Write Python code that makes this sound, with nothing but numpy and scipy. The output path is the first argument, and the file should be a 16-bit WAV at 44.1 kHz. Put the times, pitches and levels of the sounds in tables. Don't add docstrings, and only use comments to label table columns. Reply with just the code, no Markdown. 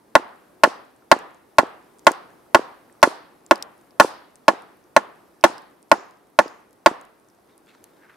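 import sys
import numpy as np
from scipy import signal
from scipy.io import wavfile
from scipy.ndimage import uniform_filter1d

SR = 44100
rng = np.random.default_rng(int(sys.argv[2]) if len(sys.argv) > 2 else 0)


def undo_db(level):
    steps = np.asarray(level, float) / 20
    return 10 ** steps


def wrap_up_sound(samples):
    columns = np.atleast_2d(samples).T
    tamed = np.clip(columns, -1, 1)
    steps = np.round(tamed * 32767).astype(np.int16)
    wavfile.write(sys.argv[1], SR, steps)


N = 359856

# [f/Hz, level/dB per Hz]
HUSH_COLOUR = [(15, -5.5), (28, 7.5), (60, 3), (130, 2.5), (256, 3.5), (340, 5.5), (450, 0.5), (1040, -6.5),
               (2910, -23.5), (5500, -25), (7200, -28), (8800, -24.5), (12500, -24), (16000, -33)]
# [t/s, level/dB]
HUSH_LEVEL = [(0, -54.5), (2, -53), (4, -53), (6, -55.5), (7.2, -55), (8.2, -55)]
# [f/Hz, likeness 0-1]
HUSH_LIKENESS = [(60, 0.53), (240, 0.82), (950, 0.26), (3770, 0.56), (15000, 0.19)]

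# [t/s, peak level/dB, colour f/Hz, left-right/dB]
CRACKLES = [(0.291, -44, 4110, -3), (0.9625, -43, 8530, 1.0), (1.844, -43, 10500, -1.5),
            (1.938, -47, 8600, 0), (1.985, -37, 8750, -1.5), (2.9255, -38.5, 8310, -3),
            (3.017, -36, 5520, 0.6), (3.525, -30.5, 13400, 0), (3.5563, -19.5, 4950, 4),
            (3.5782, -33.5, 10800, 0.2), (3.6085, -42, 4950, 0.2), (3.7787, -40, 10450, 0.4),
            (3.9069, -40, 5060, 1.5), (4.6208, -37, 9200, 5), (5.4103, -36, 5400, -5),
            (5.5802, -26.5, 5140, -1), (5.619, -40.5, 10180, -0.2), (5.8272, -34.5, 8980, -3),
            (5.895, -42, 9000, -.4), (6.4795, -29.5, 5020, 6), (6.6008, -49, 9210, -2.06),
            (6.729, -36, 10800, -2), (7.051, -36, 10500, 1), (7.1981, -45, 9620, -0.4),
            (7.2997, -44, 5700, 0.4)]
# [t/s, peak level/dB, left-right/dB]
SNAPS = [(0.358, -53, 3), (.85, -47, .4), (1.189, -33, -2.5), (1.3453, -44, 1), (1.9928, -34.5, 1.2),
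         (2.0466, -43.5, .4), (2.1169, -18, 5), (2.3033, -49, 0), (2.742, -54, 2), (3.8113, -47.5, 1.2),
         (4.363, -48, 2.2), (4.306, -52, .4), (.902, -53, .4), (7.9962, -57, .4), (6.27, -52.5, .4),
         (1.308, -52, .4), (1.57, -50, .4), (1.826, -52, .4), (1.668, -42, .4), (5.2778, -53.5, 3.5),
         (5.71, -54, .4), (6.109, -44.5, .4), (6.418, -34.5, .4), (6.7083, -46.5, .4), (7.012, -34.5, 1.5),
         (7.286, -48, 8.5), (7.3497, -53, -2), (7.6616, -50, .4)]
# [t/s, peak level/dB, colour f/Hz, left-right/dB]
POPS = [
    (3.463, -32, 7450, 0.5),
    (3.6245, -11.5, 5350, 3),
    (4.3558, -32, 8300, 2.2),
    (7.8405, -26, 10700, 1.5),
]
# [t/s, peak level/dB, colour f/Hz]
TOCKS = [
    (1.022, -47, 1380),
    (2.463, -51, 1270),
    (2.897, -45.5, 1820),
    (2.951, -45, 1200),
    (5.428, -45.5, 2500),
    (7.748, -52, 1400),
    (7.386, -44, 700),
]
# [t/s, peak level/dB, colour f/Hz]
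PINGS = [
    (.5989, -48, 12020),
    (3.9522, -54, 9920),
    (4.8395, -48, 5880),
    (5.2778, -52.5, 12100),
    (5.862, -53.5, 12300),
    (7.5072, -55, 5220),
    (7.5596, -52, 11800),
    (7.578, -32, 10400),
    (7.6101, -54, 10300),
]
RING_WIDE, SNAP_WIDE, POP_WIDE, PING_WIDE = 0.2, 0.58, 0.39, .04
SNAP_HZ = 6900
THIN_HZ, FULL_HZ = 3000, 907
BURST_T60_S, T60_GROWS_DB = 0.0078, 90

# [peak t/s, peak level/dB, length/s, share of leather against cloth 0-1]
RUBS = [
    (7.497, -62, 0.088, .28),
    (7.688, -53, .08, .2),
    (7.742, -63, .06, .3),
    (7.86, -68, 0.22, 0.16),
    (7.971, -64, .05, .6),
    (8.035, -55, .08, 0.83),
    (8.096, -49.5, 0.037, 1),
    (8.132, -57, .06, 0.55),
]
# [f/Hz, level/dB per Hz]
CLOTH = [(350, -30), (1000, -3.5), (2000, 1), (2800, -7), (3700, -3.5), (5000, -12), (9000, -20),
         (16000, -48)]
# [f/Hz, level/dB per Hz]
LEATHER = [(500, -25), (1100, -4), (1600, -0.5), (2100, -7), (3500, -24), (8000, -38), (16000, -60)]
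RUB_RISE, RUB_FALL_DB = .3, 16.5

# [t/s, level/dB]
SKIDS = [
    (5.915, -47),
    (6.3881, -47),
]
# [f/Hz, level/dB per Hz]
RASP = [(3000, -27.5), (4300, -5.5), (5200, -0.5), (6800, -1.5), (7900, -13), (12000, -28)]
RASP_RISE_S, RASP_T60_S = .012, 0.44

# [f/Hz, level/dB per Hz]
ECHO_COLOUR = [(59, -38), (100, -15.5), (250, -10), (433, -2.5), (705, 1), (1050, 0.5), (1450, -6),
               (1900, -11.5), (2300, -18.5), (3390, -22), (6000, -23), (10400, -24.5), (16000, -46.5)]
# [f/Hz, t60/s]
ECHO_T60 = [(200, 0.87), (530, 0.47), (1390, 0.54), (2500, .66), (4500, 0.52), (6500, 0.27), (9700, 0.25),
            (15000, 0.41)]
ECHO_TOP_HZ, CRACK_DB_PER_OCTAVE, ABOVE_TOP_DB = 11500, 9.5, 8

# [t/s of the main swing, peak level/dB, lead-in/s, longer for a harder touch]
BOUNCES = [(.1985, -27.5, 0.0013), (.6764, -13, .0015), (1.1657, -21, 0.0013), (1.6338, -14, 0.0013),
           (2.1112, -17.5, 0.0012), (2.5948, -16, 0.0018), (3.076, -9.5, .0021), (4.0486, -12, 0.0032),
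           (4.5355, -23.5, .0011), (5.4997, -24.5, 0.00094), (5.983, -30, 0.0011), (6.461, -24, .0023),
           (6.914, -19, 0.00074)]
TOUCH_HZ, LEAVE_HZ, BOUNCE_T60_S = 493, 287, .015
HARD_HZ, HARD_PER_MS = 950, 0.21

# [f/Hz, level/dB, t60/s]
SHAFT_MODES = [(130, -10.5, 0.039), (265, -7, 0.059), (351, -9, 0.077), (400, -13.5, .05), (1439, -13, .06),
               (1590, -16, 0.035), (1730, -9, 0.062), (1857, -14.5, 0.058), (1972, -16, .06),
               (2200, -19.5, 0.016)]
PRESS_S, PRESS_LOW_DB, PRESS_HIGH_DB = .007, 1.14, 5
GRIP_S, GRIP_DB, GRIP_HZ = .0155, -6, 1200

# [t/s, level/dB, high-low balance of modes/dB per octave, treble crack/dB, soil and twig shake/dB]
BLOWS = [(0.1524, -0.95, -0.1, -6.5, -5.5), (0.635, -0.14, -1, -2.5, 3), (1.1145, 0.34, 0.43, -2.5, -2.5),
         (1.5839, -0.74, -0.1, -1.5, -4), (2.0676, -0.1, 2.3, -2.5, -0.5), (2.546, -0.33, 1, -3.5, 0),
         (3.028, 1.36, 1.5, 0, 6), (3.51, -2.5, -2.25, -6, -6), (3.9984, 1.8, -0.14, 0.9, 8),
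         (4.481, -2.33, -2.46, -3, -1.5), (4.9639, -3.5, -1.75, -2, -6.5), (5.4388, -0.2, -1.5, -1, 4.5),
         (5.915, -3, -2.5, -5, -4.5), (6.3884, -3, -2.05, -5.5, -5.5), (6.8604, -1.86, -1.3, -1.5, -2)]
# [f/Hz, level/dB, t60/s, sign of the first swing]
WOOD_MODES = [(205.5, -13, 0.097, -1), (330, -0.27, 0.055, 1), (530.3, -0.9, 0.045, -1),
              (643.5, 22, 0.013, 1), (680, 8.5, 0.032, -1), (952.4, 17.5, 0.02, -1), (895, -5, 0.047, -1),
              (1053.4, 9, 0.036, -1), (1369, -7, 0.049, -1), (1430, 0.53, 0.035, -1), (1582, -5.5, 0.03, 1),
              (1641, -6.0, 0.042, 1), (2015.5, 3, 0.02, 1), (2550, -25.5, 0.036, -1)]
# [f/Hz, level/dB per Hz]
CRACK_COLOUR = [(800, -19), (1700, -6), (2600, -11.5), (4000, -2.5), (8000, -11.5), (15000, -19.5)]
# [f/Hz, level/dB per Hz]
CRUNCH_COLOUR = [(180, -26), (300, -3.5), (899, 0.1), (2210, -16.5), (4080, -28.5), (7430, -29.5),
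                 (10900, -36.5), (16000, -56.5)]
# [left delay/s, left gain, right delay/s, right gain]
NEAR_PATHS = [(0.00016, 0.72, 0.00016, 1.12), (0.00074, 0.13, 0.0069, 0.11),
              (0.00443, -0.09, 0.00967, -0.12), (0.00615, -0.16, 0.01213, 0.06),
              (0.00872, -0.08, 0.01535, -0.05), (0.01204, 0.06, 0.01735, 0.04),
              (0.01519, -0.02, 0.02142, -0.02), (0.0224, -0.02, 0.02356, -0.03)]
CRUNCH_DB, CRUNCH_PER_SHAKE = -1, .45


def evened(x):
    return x / np.sqrt(np.mean(x ** 2) + 1e-20)


def read(points, hz):
    f, value = np.transpose(points)
    return np.interp(np.log(hz + 1), np.log(f + 1), value)


def add(mix, s, sound):
    part = mix[..., round(s * SR):][..., :sound.shape[-1]]
    part += sound[..., :part.shape[-1]]


def sides(pan_db):
    return undo_db(np.array([[.5], [-.5]]) * pan_db)


def noise(colour, length, same, patchy_db, size=512):
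    hz = np.fft.rfftfreq(size, 1 / SR)
    a, b, c, d, patches = rng.standard_normal((4 * length // size + 5, len(hz), 5)).T
    patches = uniform_filter1d(patches, size=size // 100, axis=0)
    patches = evened(uniform_filter1d(patches, size=8192 // size, axis=1))
    left, other = a + 1j * b, c + 1j * d
    z = np.array([left, same * left + np.sqrt(1 - same ** 2) * other])
    z = z * undo_db(read(colour, hz)[:, None] + patchy_db * patches)
    sound = signal.istft(z, nperseg=size, noverlap=3 * size // 4)[1]
    return evened(sound[:, :length])


def hush():
    same = read(HUSH_LIKENESS, np.fft.rfftfreq(2048, 1 / SR))[:, None]
    t = np.arange(N) / SR
    gusts_hz = np.geomspace(.3, 6, num=16)
    swell = evened(sum(np.sin(2 * np.pi * (f * t + rng.random())) / np.sqrt(f) for f in gusts_hz))
    level_db = np.interp(t, *np.transpose(HUSH_LEVEL)) + 0.62 * swell
    return undo_db(level_db) * noise(HUSH_COLOUR, N, same, patchy_db=0.84, size=2048)


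def embers():
    out = np.zeros((2, N))
    for band_hz, pan_db in (((4500, 7000), 3), ((7500, 10500), -1.5), ((9500, 14000), 2.5)):
        strength_db = -54 + 4.5 * np.minimum(rng.exponential(1, N), 3)
        ticks = undo_db(strength_db) * (rng.random(N) < 18 / SR)
        band = signal.butter(2, band_hz, "band", fs=SR, output="sos")
        out += signal.sosfilt(band, ticks) * sides(pan_db)
    return out


def crackle(db, hz, pan_db, t60, wide, low_hz):
    t = np.arange(SR // 20) / SR
    band = signal.butter(2, (3500, 12000), "band", fs=SR, output="sos")
    puff = signal.sosfilt(band, rng.standard_normal((2, len(t))))
    sharp = undo_db(-60 * t / .0009) * np.sin(2 * np.pi * 8000 * t)
    snap = .25 * undo_db(-60 * t / (.5 * t60)) * puff[0] - sharp
    ring = -.6 * undo_db(-60 * t * hz / 18) * np.sin(2 * np.pi * hz * t)
    ring = ring * (1 - np.exp(-t / .0002))
    spray = undo_db(-27 - 60 * t / 0.03) * uniform_filter1d(puff, size=3)
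    burst = wide * snap + (1 - wide) * ring + spray
    low_cut = signal.butter(2, low_hz, "high", fs=SR, output="sos")
    return undo_db(db + 6.5) * sides(pan_db) * signal.sosfilt(low_cut, burst)


def rustle():
    s, db, length, dull = np.transpose(RUBS)[:, :, None]
    t = np.arange(7.3, N / SR, 1 / SR)
    u = (t - s) / length
    rub = undo_db(db - RUB_FALL_DB * np.where(u < 0, -u / RUB_RISE, u))
    grain = evened(undo_db(3.1 * evened(uniform_filter1d(rng.standard_normal(len(t)), size=120))))
    cloth = noise(CLOTH, len(t), same=.8, patchy_db=2.5)
    leather = noise(LEATHER, len(t), same=.8, patchy_db=2.5)
    return t[0], grain * ((dull * rub).sum(axis=0) * leather + ((1 - dull) * rub).sum(axis=0) * cloth)


def skid(db):
    t = np.arange(SR // 2) / SR
    shape = undo_db(db - 60 * t / RASP_T60_S) * (1 - np.exp(-t / RASP_RISE_S))
    return shape * noise(RASP, len(t), same=.55, patchy_db=2.5)


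def forest(db, treble_db, top_hz):
    hz, t, z = signal.stft(noise(ECHO_COLOUR, SR, same=0.33, patchy_db=1.0), SR, nperseg=256)
    bright_db = treble_db * np.clip(np.log2(hz / 2600 + 1e-3), 0, 1.2)
    bright_db = bright_db - ABOVE_TOP_DB / (1 + (top_hz / (hz + 1)) ** 16)
    rise_s = np.where(hz > 2300, .02, .06)[:, None]
    swell = 1 - np.exp(-(t / rise_s) ** 2)
    fall_db = 60 * t / read(ECHO_T60, hz)[:, None]
    z = z * swell * undo_db(db - 26.5 + bright_db[:, None] - fall_db)
    return signal.istft(z, SR, nperseg=256)[1]


def bounce(db, lead_s):
    t = np.arange(SR // 20) / SR - .005
    turns = np.where(t < 0, TOUCH_HZ, LEAVE_HZ) * t - .08
    shape = np.where(t < 0, np.exp(-(t / lead_s) ** 4), undo_db(-60 * t / BOUNCE_T60_S))
    hard = HARD_PER_MS * np.clip(1000 * lead_s - 1, 0, 2) * np.exp(-((t + lead_s / 2) / lead_s) ** 2)
    knock = np.cos(2 * np.pi * turns) + hard * np.sin(2 * np.pi * HARD_HZ * t)
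    return undo_db(db + 1.5) * shape * knock * sides(-.4)


def grip(t, hz):
    high, closed = hz > GRIP_HZ, np.clip((t - GRIP_S) / .0012, 0, 1)
    pressed = np.clip((t - PRESS_S) / (GRIP_S - PRESS_S), 0, 1)
    fed_db = np.where(high, PRESS_HIGH_DB, PRESS_LOW_DB) * pressed
    return undo_db(fed_db * (1 - closed) + GRIP_DB * high * closed)


def shaft(db):
    t = np.arange(SR // 5) / SR
    hz, mode_db, t60 = np.transpose(SHAFT_MODES)[:, :, None]
    phase = 2 * np.pi * rng.random(hz.shape) + hz / 1500 * rng.standard_normal((2, *hz.shape))
    level_db = db + mode_db + 1.5 * rng.standard_normal(hz.shape) - 60 * t / t60
    lean = undo_db(np.array([-3.5, 2.5])[:, None, None] * (hz < 450))
    modes = lean * grip(t, hz) * undo_db(level_db) * np.sin(2 * np.pi * hz * t + phase)
    return modes.sum(axis=1) * (1 - np.exp(-t / 0.00088))


def blow(db, crack_db, tilt_db, crunch_db):
    t = np.arange(SR // 4) / SR
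    hz, mode_db, t60, sign = np.transpose(WOOD_MODES)[:, :, None]
    hz = hz * (1 + .003 * rng.standard_normal(hz.shape))
    level_db = mode_db + tilt_db * np.log2(hz / 800) + .5 * rng.standard_normal(hz.shape)
    rise = 1 - np.exp(-t / (.003 * (326 / hz) ** 4))
    modes = sign * grip(t, hz) * rise * undo_db(level_db - 60 * t / t60) * np.sin(2 * np.pi * hz * t)
    crack = noise(CRACK_COLOUR, len(t), same=0.41, patchy_db=4.5)
    crack = undo_db(crack_db - 8.5 - 60 * t / 0.034) * sides(9.4) * crack
    contact = 1 - np.exp(-t / .0006)
    direct = undo_db(db) * (modes.sum(axis=0) + crack) * contact
    settle = undo_db(-60 * t / .14) * (1 - np.exp(-t / .003))
    heard = undo_db(crunch_db - 15.0) * settle * noise(CRUNCH_COLOUR, len(t), same=0.45, patchy_db=2.0)
    dulled = uniform_filter1d(direct, size=3)
    for k, (left_s, left, right_s, right) in enumerate(NEAR_PATHS):
        path = dulled if k else direct
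        add(heard[0], left_s + 1 / SR, left * path[0])
        add(heard[1], right_s, right * path[1])
    return heard


def scene():
    mix = hush()
    bursts = [(*row, RING_WIDE, THIN_HZ) for row in CRACKLES]
    bursts += [(*row, POP_WIDE, FULL_HZ) for row in POPS]
    bursts += [(s, db, SNAP_HZ, pan_db, SNAP_WIDE, THIN_HZ) for s, db, pan_db in SNAPS]
    bursts += [(*row, 2, PING_WIDE, THIN_HZ) for row in PINGS]
    bursts += [(*row, 0, 0, FULL_HZ) for row in TOCKS]
    for s, db, hz, pan_db, wide, low_hz in bursts:
        t60 = BURST_T60_S * 10 ** ((db + 40) / T60_GROWS_DB)
        add(mix, s + 0.00087, crackle(db, hz, pan_db, t60, wide, low_hz))
    add(mix, *rustle())
    for s, db in SKIDS:
        add(mix, s, skid(db))
    for s, db, lead_s in BOUNCES:
        add(mix, s - .005, bounce(db, lead_s))
    for s, db, tilt_db, crack_db, shake_db in BLOWS:
        add(mix, s, blow(db, crack_db, tilt_db, CRUNCH_DB + CRUNCH_PER_SHAKE * shake_db))
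        add(mix, s, shaft(db))
        add(mix, s, forest(db, shake_db, ECHO_TOP_HZ * 2 ** (crack_db / CRACK_DB_PER_OCTAVE)))
    return mix + embers()


def roll_off(x):
    return signal.sosfilt(signal.butter(12, 16120, fs=SR, output="sos"), x)


def record(dry):
    clipped = np.clip(dry, -1, 1)
    sagged = undo_db(.8) * signal.lfilter(*signal.butter(1, 365, "high", fs=SR), clipped)
    band_limit = signal.firwin(255, 15900, window=("kaiser", 5), fs=SR)[None]
    band = signal.oaconvolve(sagged, band_limit, "same")
    return roll_off(np.clip(band, -1, 1))


dry = scene()
out = record(dry)
wrap_up_sound(out)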